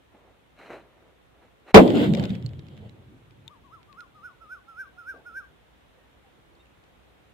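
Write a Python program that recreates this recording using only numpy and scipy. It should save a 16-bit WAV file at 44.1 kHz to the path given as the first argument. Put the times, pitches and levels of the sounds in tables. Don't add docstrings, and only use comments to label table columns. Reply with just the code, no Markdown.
import sys
import numpy as np
from scipy import signal
from scipy.fft import rfft, irfft, next_fast_len
from scipy.io import wavfile
from scipy.ndimage import uniform_filter1d

SR = 44100
rng = np.random.default_rng(int(sys.argv[2]) if len(sys.argv) > 2 else 0)


def boost_factor(decibels):
    exponent = np.asarray(decibels, float) / 20
    return 10 ** exponent


def inscribe(sig):
    pcm = np.round(np.clip(np.atleast_2d(sig).T, -1, 1) * 32767)
    wavfile.write(sys.argv[1], SR, pcm.astype(np.int16))


N = 323363
CLOCK = np.arange(N) / SR

BURST_S = 1.7438
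# t/s, pressure [full scale]
GROUND_JOLT = [
    (1.731, 0),
    (1.735, -.012),
    (1.742, -.016),
    (1.7445, 0),
]
# f/Hz, level/dB [per Hz]
ROAR_SPECTRUM = [(20, -30.5), (50, -13), (120, -17), (210, 1), (300, -5.5), (450, 1.5), (620, -2),
                 (780, -8), (1050, -11.5), (1400, -24.5), (2500, -41.5), (6000, -120)]
# f/Hz, level/dB [per Hz]
CRACK_SPECTRUM = [(300, -40.5), (900, -2.5), (2200, 7.5), (4000, -4), (7000, -21.5), (15000, -31.5),
                  (20000, -48.5)]
LEAD_IN_DB, LEAD_IN_DB_S = -38, 3800.5
FIREBALL_DB, FIREBALL_HOLD_S, FIREBALL_FALL_DB_S, FIREBALL_KNEE_S = 9.5, 0.034, 619.5, 0.013
CRACK_DB, CRACK_FALL_DB_S = -0.5, 480

# f/Hz, level/dB [per Hz]
HILLS_SPECTRUM = [(20, -40), (55, -22), (90, -4), (125, 0.5), (155, -5), (220, -42.5), (500, -120)]
# f/Hz, level/dB [per Hz]
FAR_TREES_SPECTRUM = [(60, -120), (120, -21), (165, -3), (200, -0.5), (245, -9.5), (350, -39), (800, -120)]
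# f/Hz, level/dB [per Hz]
HEDGE_SPECTRUM = [(100, -120), (190, -19.5), (250, -2), (300, -1.5), (390, -7), (560, -40), (1200, -120)]
# f/Hz, level/dB [per Hz]
NEAR_TREES_SPECTRUM = [(150, -120), (330, -18), (430, 5), (620, 0), (780, -7), (950, -12), (1300, -26.5),
                       (3000, -120)]
# f/Hz, correlation [-1..1]
ROLL_ALIKE = [(60, 0.99), (180, 0.8), (550, 0.55), (1650, -0.54), (4970, 0.55), (15000, 0.35)]
# level/dB, fall [dB/s]
REFLECTORS = [
    (-28.5, 20.5),
    (-22.5, 40),
    (-19.5, 51),
    (-30, 40.5),
]
# t/s, hold [s], level/dB, nearness [0 hills .. 3 near trees]
RETURNS = [(1.801, 0.02, -9.5, 2), (1.85, 0.01, -19, 3), (1.897, 0.059, -22, 2),
           (1.953, 0.067, -20.5, 1.49), (1.96, 0.04, -33, 4.5), (2.02, 0.035, -26, 1.5),
           (1.967, 0.081, -24, 2.5), (2.11, 0.04, -35.5, 3), (2.084, 0.046, -19, 1),
           (2.17, 0.039, -31, 2.5), (2.196, 0.033, -24.5, 0.58), (2.239, 0.008, -33.5, 2.5),
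           (2.304, 0.014, -25, 0.8), (2.308, 0.035, -35, 4), (2.375, 0.017, -44, 2),
           (2.451, 0.02, -27.5, -0.5), (2.51, 0.011, -35.5, -0.5), (2.578, 0.015, -36.5, -0.3),
           (2.722, 0.066, -47.5, 4), (2.816, 0.05, -50.5, 3.5), (2.761, 0.15, -55.5, 1),
           (2.687, 0.01, -48, -1), (2.809, 0.073, -44, 0.1), (2.956, 0.058, -58.5, 3.5),
           (3.084, 0.052, -54.5, 1.5), (3.36, 0.094, -57.5, 0), (3.6, 0.1, -64, 0.5),
           (3.748, 0.01, -56, -0.7), (3.88, 0.08, -65.5, 1)]
HAZE_DB, HAZE_FALL_DB_S = -28, 11.5
RETURN_RISE_DB_S, RETURN_FALL_DB_S = 450, 260
SPILL_DB = 11

# f/Hz, level/dB [per Hz]
GRIT_SPECTRUM = [(650, -41.5), (1100, -10), (1460, -2.5), (1650, -7.5), (2010, -3), (2440, -8.5),
                 (3190, -0.5), (5100, -21.5), (5460, -34.5), (7300, -26), (9240, -37), (15100, -35),
                 (16000, -33.5)]
# t/s, hold [s], level/dB
SHOWERS = [(1.785, 0.009, -30.5), (1.89, 0.0075, -38), (1.955, 0.1, -34), (2.18, 0.01, -42.5),
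           (2.24, 0.011, -43.5), (2.3, 0.05, -52), (2.72, 0.15, -65)]
# t/s, peak level/dB, leaf f/Hz, left-right level/dB
SCRAPS = [(1.844, -37.5, 2520, 6), (1.8773, -29.5, 3370, -4), (1.903, -28, 2750, -7.5),
          (2.0147, -33, 2600, -1), (2.1366, -28.5, 3700, -14), (2.1492, -26, 2350, 7),
          (2.1716, -33.5, 3580, -7), (2.1965, -28, 2970, -9), (2.2278, -38, 3770, -7),
          (2.238, -30, 3450, 6), (2.2535, -31, 2740, 4), (2.294, -44, 3600, -15), (2.3035, -36, 3720, -3),
          (2.3258, -50, 2950, -1.5), (2.352, -40, 2640, -13), (2.425, -45, 3710, -3),
          (2.4912, -50, 2600, -8.5), (2.534, -48.5, 2930, -4), (2.593, -44, 3770, -4.5),
          (2.6668, -52.5, 2600, -5), (2.6847, -48, 3340, -1.5), (2.7674, -54, 3090, -5),
          (2.776, -46, 3110, -1), (2.894, -48, 3980, -13), (3.3083, -52.5, 2360, 4),
          (3.83, -52.5, 4050, -11), (3.9275, -47.5, 2560, 7), (4.0055, -45.5, 3990, -13),
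          (6.838, -53.5, 3000, 3)]
# t/s, peak level/dB, leaf f/Hz, left-right level/dB
PINGS = [(1.9554, -39, 3100, 4), (2.4627, -44, 4310, -8), (3.479, -45.5, 3630, 13.5),
         (6.552, -70, 4400, -3), (6.657, -65, 2780, -9), (6.668, -68, 2510, -3)]
SHOWER_RISE_DB_S, SHOWER_FALL_DB_S = 300.5, 251
DRIZZLE_DB, DRIZZLE_FALL_DB_S = -46, 24.5
SLACK_LEAF, TAUT_LEAF = (0.019, -6.5), (0.015, 10.3)  # (t60 s, ring over snap dB)
PORT_HZ = 7180

# f/Hz, level/dB [per Hz]
JET_SPECTRUM = [(60, -29), (200, -8), (400, -1.5), (650, -2), (1120, -10), (2100, -11), (2900, -17),
                (3500, -31), (4050, -18), (4700, -36.5), (8000, -39), (15000, -55), (22000, -120)]
# f/Hz, correlation [-1..1]
JET_ALIKE = [(60, 0.83), (380, 0.99), (2380, 0.9), (15000, 0.25)]
# t/s, hold [s], level/dB, brightness [dB]
SPURTS = [(0.148, 0.0085, -60, -7), (0.217, 0.09, -66.5, -9), (0.591, 0.089, -50.5, 3),
          (0.71, 0.039, -41.5, -2.5), (0.848, 0.27, -67, -6.5), (1.355, 0.03, -70, -7),
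          (1.424, 0.023, -59.5, -2), (1.684, 0.028, -47, 2)]
SPURT_RISE_DB_S, SPURT_FALL_DB_S = 649.5, 230.5

# peak t/s, lead from the opening hump [s], hump f/Hz, dip f/Hz, peak f/Hz
NOTES = [(3.518, 0.055, 880, 936, 1233), (3.741, 0.088, 1128, 940, 1368), (3.998, 0.099, 1216, 1055, 1444),
         (4.259, 0.1, 1272, 1150, 1493), (4.53, 0.11, 1353, 1211, 1526), (4.808, 0.118, 1376, 1274, 1583),
         (5.098, 0.11, 1432, 1294, 1591), (5.378, 0.11, 1462, 1306, 1594)]
# f/Hz, level/dB
EFFORT = [(900, -72), (1150, -61), (1300, -54), (1450, -43.5), (1600, -34.5)]
# f/Hz, left-right level/dB
BIRD_PAN = [(950, 20), (1180, 12), (1330, -6.5), (1450, -3.5), (1580, -.5)]
ONSET_S, SCOOP = 0.019, 0.92
DIP_AT = 0.506
DROP_S, DROP, FADE_S, LAST = 0.061, 0.72, 0.08, 0.67
EDGE_DB, PEAK_DB, DROP_DB = -11.5, 0.5, -0.5

# t/s, length [s], start f/Hz, end f/Hz, level/dB
FAR_CALLS = [(4.637, 0.066, 830, 820, -67), (4.9, 0.15, 756, 716, -66), (5.932, 0.18, 1875, 1820, -72),
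             (5.971, 0.025, 510, 492, -59), (6.219, 0.085, 858, 726, -63), (6.406, 0.29, 331.4, 352, -67),
             (6.591, 0.036, 3620, 3750, -62), (6.596, 0.025, 2780, 2700, -67)]
# t/s, level/dB, t60 [s]
THUD = [
    (5.138, -47, 0.055),
    (5.141, -54, 0.75),
]
# f/Hz, level/dB [per Hz]
KNOCK_SPECTRUM = [(100, -120), (200, -4.5), (300, -4.5), (500, 0), (850, -5.5), (1100, -33), (2000, -120)]
# f/Hz, level/dB [per Hz]
RUSTLE_SPECTRUM = [(59, -29.5), (100, -1), (206, -5), (513, -5.5), (621, -8.5), (721, -8), (1360, -12.5),
                   (3620, -18), (4770, -30), (13800, -36), (16000, -42.5)]
# f/Hz, level/dB [per Hz]
RUMBLE_SPECTRUM = [(15, -49), (30, -22), (45, -6.5), (60, 0), (80, -8), (110, -18), (200, -61.5)]
# f/Hz, correlation [-1..1]
FIELD_ALIKE = [(60, 0.48), (380, -0.04), (2380, -0.03), (15000, 0.0)]
# f/Hz, left-right level/dB
FIELD_PAN = [(60, -0.5), (380, -1), (2380, -1), (15000, 5.5)]
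DRONE_HZ = 60.4
RUMBLE_DB, RUMBLE_GROWS_DB_S, RUSTLE_DB, RUSTLE_GROWS_DB_S = -68, 0.26, -61.5, 0.2

# t/s, level/dB
DUCK = [
    (1.716, 0.5),
    (1.724, -15),
    (1.742, -17.5),
    (1.7435, 1),
]
CEILING, LOW_CUT_HZ = 0.97, 28
SLIP_HZ = 3889.7


def unit(x):
    return x / np.sqrt(np.mean(x ** 2) + 1e-20)


def along(points, hz):
    f, v = np.transpose(points)
    return np.interp(np.log(hz + 1), np.log(f + 1), v)


def curve(points):
    s, v = np.transpose(points)
    return np.interp(CLOCK, s, v)


def filtered(x, response):
    m = next_fast_len(N + SR // 2)
    return irfft(rfft(x, m) * response(np.fft.rfftfreq(m, 1 / SR)), m)[..., :N]


def rush(spectrum, alike, patchy_db, grain_db=0):
    grain = rng.exponential(size=N // 32 + 1).repeat(32)[:N]
    white = rng.standard_normal((2, N)) * boost_factor(grain_db * grain)
    z = signal.stft(white, nperseg=512)[2]
    patches = uniform_filter1d(rng.standard_normal(z.shape[1:]), size=5, axis=0)
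    patches = uniform_filter1d(patches, size=6, axis=1)
    pair = signal.istft(z * boost_factor(patchy_db * unit(patches)), nperseg=512)[1][:, :N]

    def mid_side(hz):
        turn = np.arccos(np.clip(along(alike, hz), -1, 1)) / 2
        return boost_factor(along(spectrum, hz)) * [np.cos(turn), np.sin(turn)]

    mid, side = filtered(pair, mid_side)
    return unit(np.array([mid + side, mid - side]))


def sides(pan_db):
    return boost_factor(np.array([pan_db / 2, -pan_db / 2]))


def swells(rows, rise_db_s, fall_db_s, weight_db=0):
    s, hold, db = np.transpose(rows)[:3, :, None]
    t = np.arange(0, N, 32) / SR
    rise = rise_db_s * np.clip(s - t, 0, 9)
    fall = fall_db_s * np.clip(t - s - hold, 0, 9)
    power = boost_factor(db + weight_db - rise - fall) ** 2
    return np.interp(CLOCK, t, np.sqrt(power.sum(axis=0)))


def since_burst():
    return CLOCK - BURST_S


def blast():
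    t = since_burst()
    u = np.clip(t, 0, 1) / 0.00067
    shock = boost_factor(15) * (1 - np.exp(-2.5 * u)) * (1 - u) * np.exp(-u)
    lead = boost_factor(LEAD_IN_DB + LEAD_IN_DB_S * np.minimum(t, 0)) * (t < 0)
    front = np.clip(t / 0.0012, 0, 1) ** 2
    spent_s = FIREBALL_KNEE_S * np.logaddexp(0, (t - FIREBALL_HOLD_S) / FIREBALL_KNEE_S)
    roar_gain = lead + front * boost_factor(FIREBALL_DB - FIREBALL_FALL_DB_S * spent_s)
    crack_gain = lead + front * boost_factor(CRACK_DB - CRACK_FALL_DB_S * abs(t))
    roar = roar_gain * rush(ROAR_SPECTRUM, ROLL_ALIKE, patchy_db=1.0)
    crack = crack_gain * rush(CRACK_SPECTRUM, [(1000, -.1)], patchy_db=2.0, grain_db=0.9)
    return curve(GROUND_JOLT) + shock + roar + crack


def echoes():
    t = since_burst()
    nearness = np.transpose(RETURNS)[-1][:, None]
    colours = (HILLS_SPECTRUM, FAR_TREES_SPECTRUM, HEDGE_SPECTRUM, NEAR_TREES_SPECTRUM)
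    out = np.zeros((2, N))
    for kind, (colour, (db, fall_db_s)) in enumerate(zip(colours, REFLECTORS)):
        haze = boost_factor(HAZE_DB - HAZE_FALL_DB_S * abs(t))
        roll = boost_factor(db) * (boost_factor(-fall_db_s * abs(t)) + haze)
        spill_db = -SPILL_DB * (nearness - kind) ** 2
        returns = swells(RETURNS, RETURN_RISE_DB_S, RETURN_FALL_DB_S, spill_db)
        out += np.hypot(roll, returns) * rush(colour, ROLL_ALIKE, patchy_db=1.0, grain_db=1.0)
    return np.clip(t / 0.075, 0, 1) * out


def grit():
    t = since_burst()
    clumps = swells(SHOWERS, SHOWER_RISE_DB_S, SHOWER_FALL_DB_S)
    drizzle = boost_factor(DRIZZLE_DB - DRIZZLE_FALL_DB_S * abs(t))
    hiss = rush(GRIT_SPECTRUM, ROLL_ALIKE, patchy_db=2.0, grain_db=1.5)
    return (t > .03) * np.hypot(clumps, drizzle) * hiss


def scraps():
    out = np.zeros((2, N))
    t = np.arange(2000) / SR
    band = signal.butter(3, [1500, 4500], "band", fs=SR, output="sos")
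    hits = [(*row, *SLACK_LEAF) for row in SCRAPS] + [(*row, *TAUT_LEAF) for row in PINGS]
    for s, db, hz, pan_db, t60, ring_db in hits:
        noise = rng.standard_normal((2, len(t)))
        leaf_phase, port_phase = noise[:, :1], 2 * noise[:, 1:2]
        fall = boost_factor(-60 * t / t60)
        leaf = np.sin(2 * np.pi * hz * t + leaf_phase)
        port = 0.32 * fall * np.sin(2 * np.pi * PORT_HZ * t + port_phase)
        ring = fall * (1 - np.exp(-t / 0.000091)) * (leaf + port)
        snap = signal.sosfilt(band, noise * fall ** 1.45 * (1 - np.exp(-t / 0.00025)))
        hit = boost_factor(ring_db) * ring + snap / abs(snap).max(axis=1, keepdims=True)
        start = round(s * SR)
        out[:, start:start + len(t)] += boost_factor(db + 1.5) * sides(pan_db)[:, None] * hit
    return out


def fuse():
    jet = rush(JET_SPECTRUM, JET_ALIKE, patchy_db=0.0, grain_db=1.5)
    low = filtered(jet, lambda hz: 1 / (1 + (hz / 1200) ** 2))
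    tilt_db = np.transpose(SPURTS)[-1][:, None]
    dull = swells(SPURTS, SPURT_RISE_DB_S, SPURT_FALL_DB_S, -tilt_db)
    bright = swells(SPURTS, SPURT_RISE_DB_S, SPURT_FALL_DB_S, tilt_db)
    return (since_burst() < 0) * (dull * low + bright * (jet - low))


def whistle():
    song = np.zeros(N)
    for peak_s, lead, hump_hz, dip_hz, peak_hz in NOTES:
        s = peak_s + np.array([-lead - ONSET_S, -lead, -DIP_AT * lead, 0, DROP_S, FADE_S])
        hz = np.array([SCOOP * hump_hz, hump_hz, dip_hz, peak_hz, DROP * peak_hz, LAST * peak_hz])
        db = along(EFFORT, hz) + [EDGE_DB, 0, 0, PEAK_DB, DROP_DB, EDGE_DB]
        turns = np.arange(len(s))
        step = np.interp(CLOCK, s, turns)
        eased = step - 0.5 * np.sin(2 * np.pi * step) / (2 * np.pi)
        pitch = np.interp(eased, turns, hz)
        level = np.interp(eased, turns, db)
        sounding = (CLOCK > s[0]) * (CLOCK < s[-1])
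        song += np.sqrt(2) * boost_factor(level) * sounding * np.sin(2 * np.pi * np.cumsum(pitch) / SR)
    return song


def bird():
    song = whistle()
    t = np.arange(SR // 3) / SR
    clear_answer = 1 + 1.7 * (abs(t - .08) < .01)
    tail = rng.standard_normal((2, len(t))) * boost_factor(-60 * t / 0.2) * (t > .02) * clear_answer
    echo = signal.fftconvolve(song[None], tail / np.linalg.norm(tail[0]), axes=1)[:, :N]

    def ports(hz):
        lag = np.exp(1j * np.pi * hz * 0.00011 * np.array([[-1], [1]]))
        return sides(along(BIRD_PAN, hz)) * lag

    return filtered(song, ports) + boost_factor(-15.0) * echo


def far_birds():
    out = np.zeros(N)
    for s, length, start_hz, end_hz, db in FAR_CALLS:
        count = round(length * SR)
        u = np.arange(count) / count
        phase = 2 * np.pi * np.cumsum(start_hz + (end_hz - start_hz) * u) / SR
        start = round(s * SR)
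        out[start:start + count] += boost_factor(db) * np.sin(np.pi * u) * np.sin(phase)
    return out


def thud():
    gain = np.zeros(N)
    for s, db, t60 in THUD:
        attack = np.clip((CLOCK - s) / 0.0018, 0, 1)
        gain += attack * boost_factor(db - 60 * np.clip(CLOCK - s, 0, 2) / t60)
    return gain * rush(KNOCK_SPECTRUM, [(500, 0.9)], patchy_db=4.0)


def field():
    drift = np.cumsum(rng.standard_normal(N)) * 0.0054
    drone = boost_factor(-3) * np.sin(2 * np.pi * DRONE_HZ * CLOCK + drift)
    engines = drone + rush(RUMBLE_SPECTRUM, [(60, 0.43)], patchy_db=1.18)
    rumble = boost_factor(RUMBLE_DB + RUMBLE_GROWS_DB_S * CLOCK) * engines
    stalks = rush(RUSTLE_SPECTRUM, FIELD_ALIKE, patchy_db=0.8)
    rustle = boost_factor(RUSTLE_DB + RUSTLE_GROWS_DB_S * CLOCK) * stalks
    return filtered(rumble + rustle, lambda hz: sides(along(FIELD_PAN, hz)))


def scene():
    burst = blast() + echoes() + grit() + scraps()
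    surroundings = fuse() + bird() + far_birds() + thud() + field()
    return burst + surroundings * boost_factor(curve(DUCK))


def roll_off(x):
    return signal.sosfilt(signal.butter(12, 16340, fs=SR, output="sos"), x)


def record(dry):
    x = CEILING * dry / (1 + abs(dry) ** 3.5) ** (1 / 3.5)
    low_cut = signal.butter(2, LOW_CUT_HZ, "high", fs=SR, output="sos")
    x = signal.sosfilt(low_cut, x)
    slip = (np.arange(N) * SLIP_HZ / SR) % 1 - .5
    x = x + .92 * slip * np.gradient(x, axis=1)
    mix = filtered(x, lambda hz: np.clip((16100 - hz) / 500, 0, 1))
    return roll_off(mix)


dry = scene()
out = record(dry)
inscribe(out)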